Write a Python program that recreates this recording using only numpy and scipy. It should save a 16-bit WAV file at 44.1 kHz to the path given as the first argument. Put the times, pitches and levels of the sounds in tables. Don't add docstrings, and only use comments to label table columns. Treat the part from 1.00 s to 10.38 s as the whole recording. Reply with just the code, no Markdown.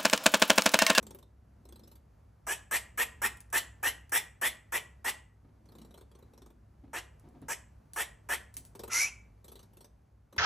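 import sys
import numpy as np
from scipy import signal
from scipy.fft import rfft, irfft, next_fast_len
from scipy.io import wavfile
from scipy.ndimage import map_coordinates

SR = 44100
rng = np.random.default_rng(int(sys.argv[2]) if len(sys.argv) > 2 else 0)


def dump_mix(stems):
    frames = np.atleast_2d(stems).T
    limited = np.clip(frames, -1, 1)
    pcm = np.round(limited * 32767).astype(np.int16)
    wavfile.write(sys.argv[1], SR, pcm)


N = 413658


def amp(db):
    return 10 ** (np.asarray(db) / 20)


def evened(x):
    return x / np.sqrt(np.mean(x ** 2) + 1e-20)


def read(points, hz):
    f, value = np.transpose(points)
    return np.interp(np.log(hz + 1), np.log(f + 1), value)


def add(mix, s, sound):
    part = mix[max(round(s * SR), 0):][:len(sound)]
    part += sound[:len(part)]


def colour(x, spectrum):
    n = x.shape[-1]
    size = next_fast_len(n)
    gain = amp(read(spectrum, np.fft.rfftfreq(size, 1 / SR)))
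    return irfft(rfft(x, size) * gain, size)[..., :n]


def noise(spectrum, n):
    return evened(colour(rng.standard_normal(n), spectrum))


def sliding(spectrum, factor):
    n = len(factor)
    return map_coordinates(noise(spectrum, 2 * n), [np.cumsum(factor)], order=5, mode="wrap")


def varied(spectrum, depth_db):
    hz = np.arange(0, SR / 2, 330)
    return np.transpose([hz, read(spectrum, hz) + depth_db * rng.standard_normal(len(hz))])


def envelope(t, onset_db, attack, hold, fall_db):
    climb = onset_db * np.maximum(1 - t / attack, 0) ** 2
    fall = fall_db * np.maximum(t - hold, 0)
    return amp(climb - fall)


def wander(n, hz):
    size = next_fast_len(n)
    smoothing = np.exp(-(np.fft.rfftfreq(size, 1 / SR) / hz) ** 2)
    return evened(irfft(rfft(rng.standard_normal(size)) * smoothing, size)[:n])


def whistle(hz, jitter, jitter_hz, shimmer, partials):
    n = len(hz)
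    turns = np.cumsum(hz * (1 + jitter * wander(n, jitter_hz))) / SR
    tone = np.zeros(n)
    for factor, db in partials:
        strength = 1 + shimmer * wander(n, jitter_hz)
        tone += amp(db) * evened(np.sin(2 * np.pi * factor * turns) * strength)
    return tone


def flutter(n, rate_hz, depth):
    turns = np.cumsum(rate_hz * (1 + .35 * wander(n, 200))) / SR
    return evened(np.exp(depth * np.cos(2 * np.pi * turns)))


def burst(spectrum, rise, decay):
    t = np.arange(SR // 5) / SR
    shape = (1 - np.exp(-t / rise)) ** 2 * np.exp(-t / max(decay, .001))
    return noise(spectrum, len(t)) * shape / shape.max()


# frequency in Hz, relative level in dB.
PUFF_SPECTRUM = [(120, -33.5), (260, -10), (400, -4), (520, -2), (635, -1.5), (760, -2), (1000, 1.5),
                 (1350, -1.5), (1800, -6), (3000, -33), (6000, -56.5)]
LIP_POP_SPECTRUM = [(450, -25), (930, -3), (1150, -5), (1500, -17.5), (3000, -36)]
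RASP_SPECTRUM = [(400, -34), (900, -10), (1450, -4.5), (1900, 1), (2250, 1.5), (2620, 2.5), (3300, -5),
                 (4000, -10.5), (4800, -11.5), (7000, -36.5)]
BARK_HISS_SPECTRUM = [(3000, -37.5), (4900, -18.5), (5500, -4.5), (6600, -8.5), (8400, -1), (9200, -7),
                      (9750, -19), (10500, -1), (11900, 7), (13200, 3.5), (14500, -18.5), (16000, -15)]
# factor on the throat pitch, level in dB.
VOICE_PARTIALS = [(.25, -25), (.49, -23), (.74, -16.5), (1, 0), (1.45, -13), (1.74, -14.5), (1.95, -20)]
# dB at effort 0, dB per dB of effort; the edge is the hiss gain from 13 kHz up
VOICE_LAW, PUFF_LAW, POP_LAW = (-29.7, 1.05), (-39.5, 0.31), (-42.2, 0.31)
RASP_LAW, EDGE_LAW = (-35, 0.84), (.5, 0.8)
PUFF_SHAPE = dict(onset_db=-9, attack=0.087, hold=0.76, fall_db=48.5)
VOICE_SHAPE = dict(onset_db=-19, attack=0.47, hold=0.69, fall_db=40.5)
RASP_SHAPE = dict(onset_db=-18, attack=0.78, hold=0.89, fall_db=38.5)
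BARK_HISS_SHAPE = dict(onset_db=-7, attack=1.0, hold=0.87, fall_db=52)
PITCH_RISE = .2
MOUTH_START, MOUTH_OPEN, MOUTH_SETTLE = 1.4, .85, .19


def bark(length, pitch_hz, effort_db, hiss_db):
    t = np.arange(SR // 7) / SR
    n, share = len(t), t / length
    laws = (VOICE_LAW, PUFF_LAW, POP_LAW, RASP_LAW, EDGE_LAW)
    voice_db, puff_db, pop_db, rasp_db, edge_db = (db + slope * effort_db for db, slope in laws)
    glide = 1 + PITCH_RISE * (share - .5)
    mouth = MOUTH_OPEN + (MOUTH_START - MOUTH_OPEN) * np.exp(-share / MOUTH_SETTLE)

    puff = amp(puff_db) * envelope(share, **PUFF_SHAPE) * sliding(PUFF_SPECTRUM, mouth)
    pop = amp(pop_db) * burst(LIP_POP_SPECTRUM, rise=0.0022, decay=0.0059)[:n]
    throat = sliding(varied(RASP_SPECTRUM, depth_db=4.5), glide ** 1.4)
    rasp = amp(rasp_db) * envelope(share, **RASP_SHAPE) * throat
    fizz = colour(sliding(varied(BARK_HISS_SPECTRUM, depth_db=2), mouth ** 0.1), [(9500, 0), (13000, edge_db)])
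    hiss = amp(hiss_db) * envelope(share, **BARK_HISS_SHAPE) * fizz
    tone = whistle(pitch_hz * glide, jitter=.03, jitter_hz=330, shimmer=0.52, partials=VOICE_PARTIALS)
    voice = amp(voice_db) * envelope(share, **VOICE_SHAPE) * tone

    breath = (puff + rasp + hiss) * flutter(n, rate_hz=330, depth=0.32)
    soft_start = 1 - np.exp(-t / 0.0008)
    return pop + (breath + voice) * soft_start


# frequency in Hz, relative level in dB.
SCREECH_HISS_SPECTRUM = [(3000, -33), (3900, -11), (4450, -8), (4950, -13), (5330, 3.5), (5550, -3.5),
                         (5850, 7), (6200, -2.5), (6800, 0), (7700, -6.5), (9500, -13), (10800, 0),
                         (11800, -2), (13000, -24), (16000, -31.5)]
# scene time in seconds, lower whistle in Hz, upper whistle in Hz.
SCREECH_PITCH_PATH = [(7.895, 1441, 2050), (7.926, 1315, 1990), (7.993, 1465, 2125), (8.014, 1606, 2297),
                      (8.056, 1770, 2320), (8.085, 1872, 2665)]
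SCREECH_S, SCREECH_LENGTH_S, SCREECH_CLOSE_S = 7.895, .205, 0.016
SCREECH_RASP_DB, SCREECH_HISS_DB, LOW_WHISTLE_DB, HIGH_WHISTLE_DB = -40, -29, -40, -30
SCREECH_RASP_SHAPE = dict(onset_db=-19.5, attack=.045, hold=0.094, fall_db=88)
SCREECH_HISS_SHAPE = dict(onset_db=-33, attack=0.052, hold=.132, fall_db=306.5)
LOW_WHISTLE_SHAPE = dict(onset_db=-12.5, attack=.06, hold=0.087, fall_db=229.5)
HIGH_WHISTLE_SHAPE = dict(onset_db=-29, attack=.108, hold=0.14, fall_db=286.5)


def screech():
    t = np.arange(SR // 4) / SR
    n = len(t)
    s, *pitches = np.transpose(SCREECH_PITCH_PATH)
    low_hz, high_hz = (np.interp(SCREECH_S + t, s, hz) for hz in pitches)

    throat = noise(RASP_SPECTRUM, n) + amp(-7.5) * noise(PUFF_SPECTRUM, n)
    rasp = amp(SCREECH_RASP_DB) * envelope(t, **SCREECH_RASP_SHAPE) * throat
    hiss = amp(SCREECH_HISS_DB) * envelope(t, **SCREECH_HISS_SHAPE) * noise(SCREECH_HISS_SPECTRUM, n)
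    tones = np.zeros(n)
    for hz, db, shape in [(low_hz, LOW_WHISTLE_DB, LOW_WHISTLE_SHAPE),
                          (high_hz, HIGH_WHISTLE_DB, HIGH_WHISTLE_SHAPE)]:
        tone = whistle(hz, jitter=0.014, jitter_hz=247, shimmer=.35, partials=[(1, 0), (2, -21.5)])
        tones += amp(db) * envelope(t, **shape) * tone

    hoarse = tones * flutter(n, rate_hz=250, depth=0.16)
    breath = (rasp + hiss) * flutter(n, rate_hz=110, depth=0.23)
    closing = np.clip((SCREECH_LENGTH_S - t) / SCREECH_CLOSE_S, 0, 1)
    return (breath + hoarse) * closing


# frequency in Hz, relative level in dB.
NOSTRIL_SPECTRUM = [(1200, -17), (2500, -13.5), (3800, 3.5), (4900, -4), (5800, -1), (7000, -8),
                    (8400, 1.5), (9800, -17), (11900, 13.5), (13300, -5.5), (16000, -13.5)]
LOW_PUSH_SPECTRUM = [(120, -18.5), (260, 0.5), (400, 3), (560, 1), (680, -9.5), (1000, -5), (1700, -20),
                     (3000, -23), (6000, -44)]
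# first puff in seconds, number of puffs, period in seconds,
# mid-bout hiss in dB, mid-bout low push in dB, growth over the bout in dB, decay of the hiss in seconds.
PUFF_BOUTS = [(0.0263, 6, 0.04, -47.5, -50.5, -9.5, 0.005), (0.653, 5, 0.035, -51, -55, -1, 0.0042),
              (0.8339, 4, .0398, -54.5, -61, 4, 0.011), (4.655, 7, 0.032, -56.5, -56, 11.5, 0.0076),
              (4.907, 4, 0.034, -54.5, -52.5, 6, 0.0082), (5.1132, 4, 0.037, -60, -56.5, 1.5, .007),
              (5.334, 5, 0.042, -58, -55, -1, .0075), (7.7502, 4, .042, -43.5, -43, 4, 0.0093),
              (8.4426, 6, 0.037, -51, -55, -5.5, 0.012), (8.732, 4, 0.037, -52.5, -58.5, 9.5, 0.0095),
              (9.3253, 2, 0.037, -51, -48, 9, 0.0072)]
ARCH_DB, LOW_PUSH_SHARE = 7, 0.93


def puffs():
    out = np.zeros(N)
    for start, count, period, hiss_db, low_db, growth_db, decay in PUFF_BOUTS:
        for k in range(round(count)):
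            from_middle = (k + .5) / round(count) - .5
            force_db = growth_db * from_middle - ARCH_DB * (2 * from_middle) ** 2
            nostrils = burst(varied(NOSTRIL_SPECTRUM, depth_db=6.5), rise=0.0011, decay=decay)
            hiss = amp(hiss_db + force_db) * nostrils
            low = burst(LOW_PUSH_SPECTRUM, rise=0.0014, decay=decay + 0.002)
            push = amp(low_db + LOW_PUSH_SHARE * force_db) * low
            add(out, start + k * period, hiss + push)
    return out


# frequency in Hz, relative level in dB.
CLAW_SPECTRUM = [(300, -17), (1200, -13.5), (3000, -12.5), (6000, -8), (9500, -2), (12000, 1), (16000, 2)]
PLANK_SPECTRUM = [(70, -10.5), (165, 8), (210, -6), (265, 12), (350, -5), (450, -8), (700, -10.5),
                  (1500, -25.5), (4000, -35), (9000, -54.5)]
# start in seconds, reference level in dB, decay of the scrape in seconds.
CLAW_HITS = [(2.3714, -46.5, .005), (2.4047, -39, 0.0076), (2.5023, -50.5, .005), (3.095, -46, 0.0083),
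             (6.197, -55, .005), (6.288, -57.5, .005), (6.417, -55.5, .009), (6.9345, -37, 0.021),
             (7.541, -42, 0.011), (7.568, -29, 0.016), (7.651, -45, 0.025)]
# start in seconds, level in dB, decay in seconds.
PAW_BUMPS = [(4.446, -54.5, 0.011), (4.483, -57.5, 0.017), (5.836, -50.5, 0.017), (5.872, -56, 0.011),
             (6.238, -53, 0.037), (6.27, -53, 0.021), (6.346, -51, 0.037), (6.419, -43, 0.02),
             (7.568, -58.5, 0.061), (7.791, -57, 0.011)]


def feet():
    out = np.zeros(N)
    for s, db, decay in CLAW_HITS:
        snap = amp(db + 3.5) * burst(CLAW_SPECTRUM, rise=.0001, decay=0.00071)
        scrape = amp(db - 8.0) * burst(CLAW_SPECTRUM, rise=0.00067, decay=decay)
        add(out, s, snap + scrape)
    for s, db, decay in PAW_BUMPS:
        add(out, s, amp(db) * burst(PLANK_SPECTRUM, rise=0.0024, decay=decay))
    return out


# frequency in Hz, relative level in dB.
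BEDDING_SPECTRUM = [(90, -21), (160, 4), (280, 6), (450, -9.5), (800, -17.5), (1600, -25), (4000, -37.5)]
# loudest moment in seconds, half length in seconds, level in dB.
LEAN_SWELLS = [(0.027, 0.19, -57.5), (.77, 0.22, -62), (4.77, 0.19, -59), (5.417, 0.29, -65),
               (5.88, .09, -68), (6.37, .13, -66), (8.6, 0.18, -68.5), (9.36, 0.045, -57.5)]


def bedding():
    t = np.arange(N) / SR
    rubbing = np.zeros(N)
    for s, half, db in LEAN_SWELLS:
        rubbing += amp(db) / np.cosh(np.clip(2 * (t - s) / half, -20, 20))
    unevenness = amp(1.9 * wander(N, 30))
    return noise(BEDDING_SPECTRUM, N) * rubbing * unevenness


# frequency in Hz, level in dB.
PORT_SPREAD = [(60, -31), (150, -14), (400, -4), (600, -1), (900, 2.5), (2500, -35.5), (4200, -23),
               (5000, -3), (6200, -20.5), (8000, -11.5), (10000, 3.5), (13000, -21)]


def diffuse(common, apart):
    side = colour(apart, PORT_SPREAD)
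    return np.array([common + side, common - side])


# frequency in Hz, time to fall by 60 dB in seconds.
TAIL_T60 = [(200, 0.37), (900, 0.37), (2000, 0.45), (4000, 0.2468), (8000, 0.3357), (12000, 0.2),
            (16000, 0.42)]
# frequency in Hz, gain in dB.
TAIL_SPECTRUM = [(200, -6), (1300, -13.5), (1900, -16), (2400, -13.5), (3300, -10.5), (4600, -12),
                 (5800, -13.5), (8000, -12), (13000, -19)]


def tail():
    taps = rng.choice([-1., 1.], SR) * (rng.random(SR) < .15)
    hz, t, bands = signal.stft(taps, SR, nperseg=256)
    t60 = read(TAIL_T60, hz)[:, None]
    fade = amp(-60 * t / t60) * (1 - np.exp(-t / 0.0041)) / np.sqrt(t60)
    ring = signal.istft(bands * fade, SR, nperseg=256)[1][:SR]
    return colour(ring / np.linalg.norm(ring), TAIL_SPECTRUM)


# delay in seconds, gain as a factor.
BOARD_ECHOES = [(.0024, 0.11), (.0055, 0.16), (.0087, .18), (0.0131, 0.15)]
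# frequency in Hz, width in Hz, gain as a factor.
NOOK_RESONANCES = [(712, 12, 0.36), (920, 35, 0.23), (1160, 20, 0.48), (1425, 47, 0.38), (1770, 32, 0.43),
                   (2070, 15, 0.33), (2320, 28, 1), (2612, 42, 0.28), (3420, 12, 0.37), (3563, 27, .5),
                   (5400, 33, .5), (5570, 48, 1), (5920, 32, .45)]


def enclosure(x):
    near = x.copy()
    for delay, gain in BOARD_ECHOES:
        add(near, delay, gain * x)
    t = np.arange(SR // 4) / SR
    ring = np.zeros(len(t))
    for hz, width, gain in NOOK_RESONANCES:
        dying = np.exp(-np.pi * width * t)
        ring += gain * 2 * np.pi * width / SR * dying * np.cos(2 * np.pi * hz * t)
    near += signal.oaconvolve(x, ring)[:N]
    far = signal.fftconvolve(x[None], diffuse(tail(), tail()), axes=1)[:, :N]
    return amp(-1.78) * near + far


# frequency in Hz, relative level in dB.
AIR_SPECTRUM = [(15, -31), (35, -22.5), (55, -1.5), (78, -14.5), (130, -11.5), (220, -18.5), (350, -27.5),
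                (700, -30.5), (1500, -37), (3500, -50), (6000, -49.5), (10000, -56.5), (13000, -41),
                (16000, -58.5)]
# frequency in Hz, rms wavering in Hz, level before the swell in dB.
HUM_TONES = [(63.7, 5.2, -60.5), (102, 2, -65)]
# time in seconds, gain in dB.
BACKGROUND_SWELL = [(0, -1), (1.3, -1.5), (2.2, 1.5), (4.8, -2), (7.8, .5), (9.3, -4.5)]
AIR_DB = -61.5


def background():
    air = diffuse(noise(AIR_SPECTRUM, N), noise(AIR_SPECTRUM, N)) * amp(AIR_DB + wander(N, 3))
    hum = np.zeros(N)
    for hz, waver, db in HUM_TONES:
        turns = np.cumsum(hz + waver * wander(N, 12)) / SR
        strength = 1 + 0.31 * wander(N, 8.7)
        hum += amp(db) * evened(np.sin(2 * np.pi * turns) * strength)
    swell_db = np.interp(np.arange(N) / SR, *np.transpose(BACKGROUND_SWELL))
    return (air + hum) * amp(swell_db)


# start in seconds, length in seconds, throat pitch at mid-length in Hz,
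# effort in dB, hiss level before its envelope in dB.
BARK_CALLS = [(1.467, 0.073, 1702, -6, -29.5), (1.71, 0.067, 1818, -1.5, -27.5),
              (1.975, 0.06, 1815, 1.1, -27.5), (2.217, 0.056, 1785, 0, -28), (2.526, 0.066, 1800, 0.2, -27),
              (2.828, 0.067, 1841, .3, -28), (3.119, .068, 1843, 0.9, -25.5), (3.413, 0.07, 1860, 0, -27.5),
              (3.721, 0.059, 1883, -1.9, -30), (4.044, .062, 1925, -2.6, -30),
              (5.931, 0.064, 1802, -8.5, -36.3), (6.483, 0.055, 1729, -8.5, -30.5),
              (6.96, .07, 1796, -4, -30.5), (7.288, .066, 1785, -2.8, -31)]


def scene():
    squirrel = puffs() + feet() + bedding()
    for s, *call in BARK_CALLS:
        add(squirrel, s, bark(*call))
    add(squirrel, SCREECH_S, screech())
    return enclosure(squirrel) + background()


# frequency in Hz, lead in radians.
PORT_LEAD = [(200, 0), (400, .25), (750, 0), (4600, 0), (4900, 1.5), (5100, -1.8), (5700, 0), (7200, .05),
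             (8800, .8), (9500, .7), (9800, 1.6), (11500, 2.35), (13200, 3), (16000, 3.1)]
EDGE_HZ = 16200


def record(dry):
    size = next_fast_len(N + 4096)
    lead = read(PORT_LEAD, np.fft.rfftfreq(size, 1 / SR))
    turn = np.exp(.5j * np.array([lead, -lead]))
    pair = irfft(rfft(dry, size) * turn, size)[:, :N]
    low_pass = signal.firwin(511, EDGE_HZ, window=("kaiser", 9), fs=SR)
    return signal.oaconvolve(pair, low_pass[None], "same")


dry = scene()
out = record(dry)
dump_mix(out)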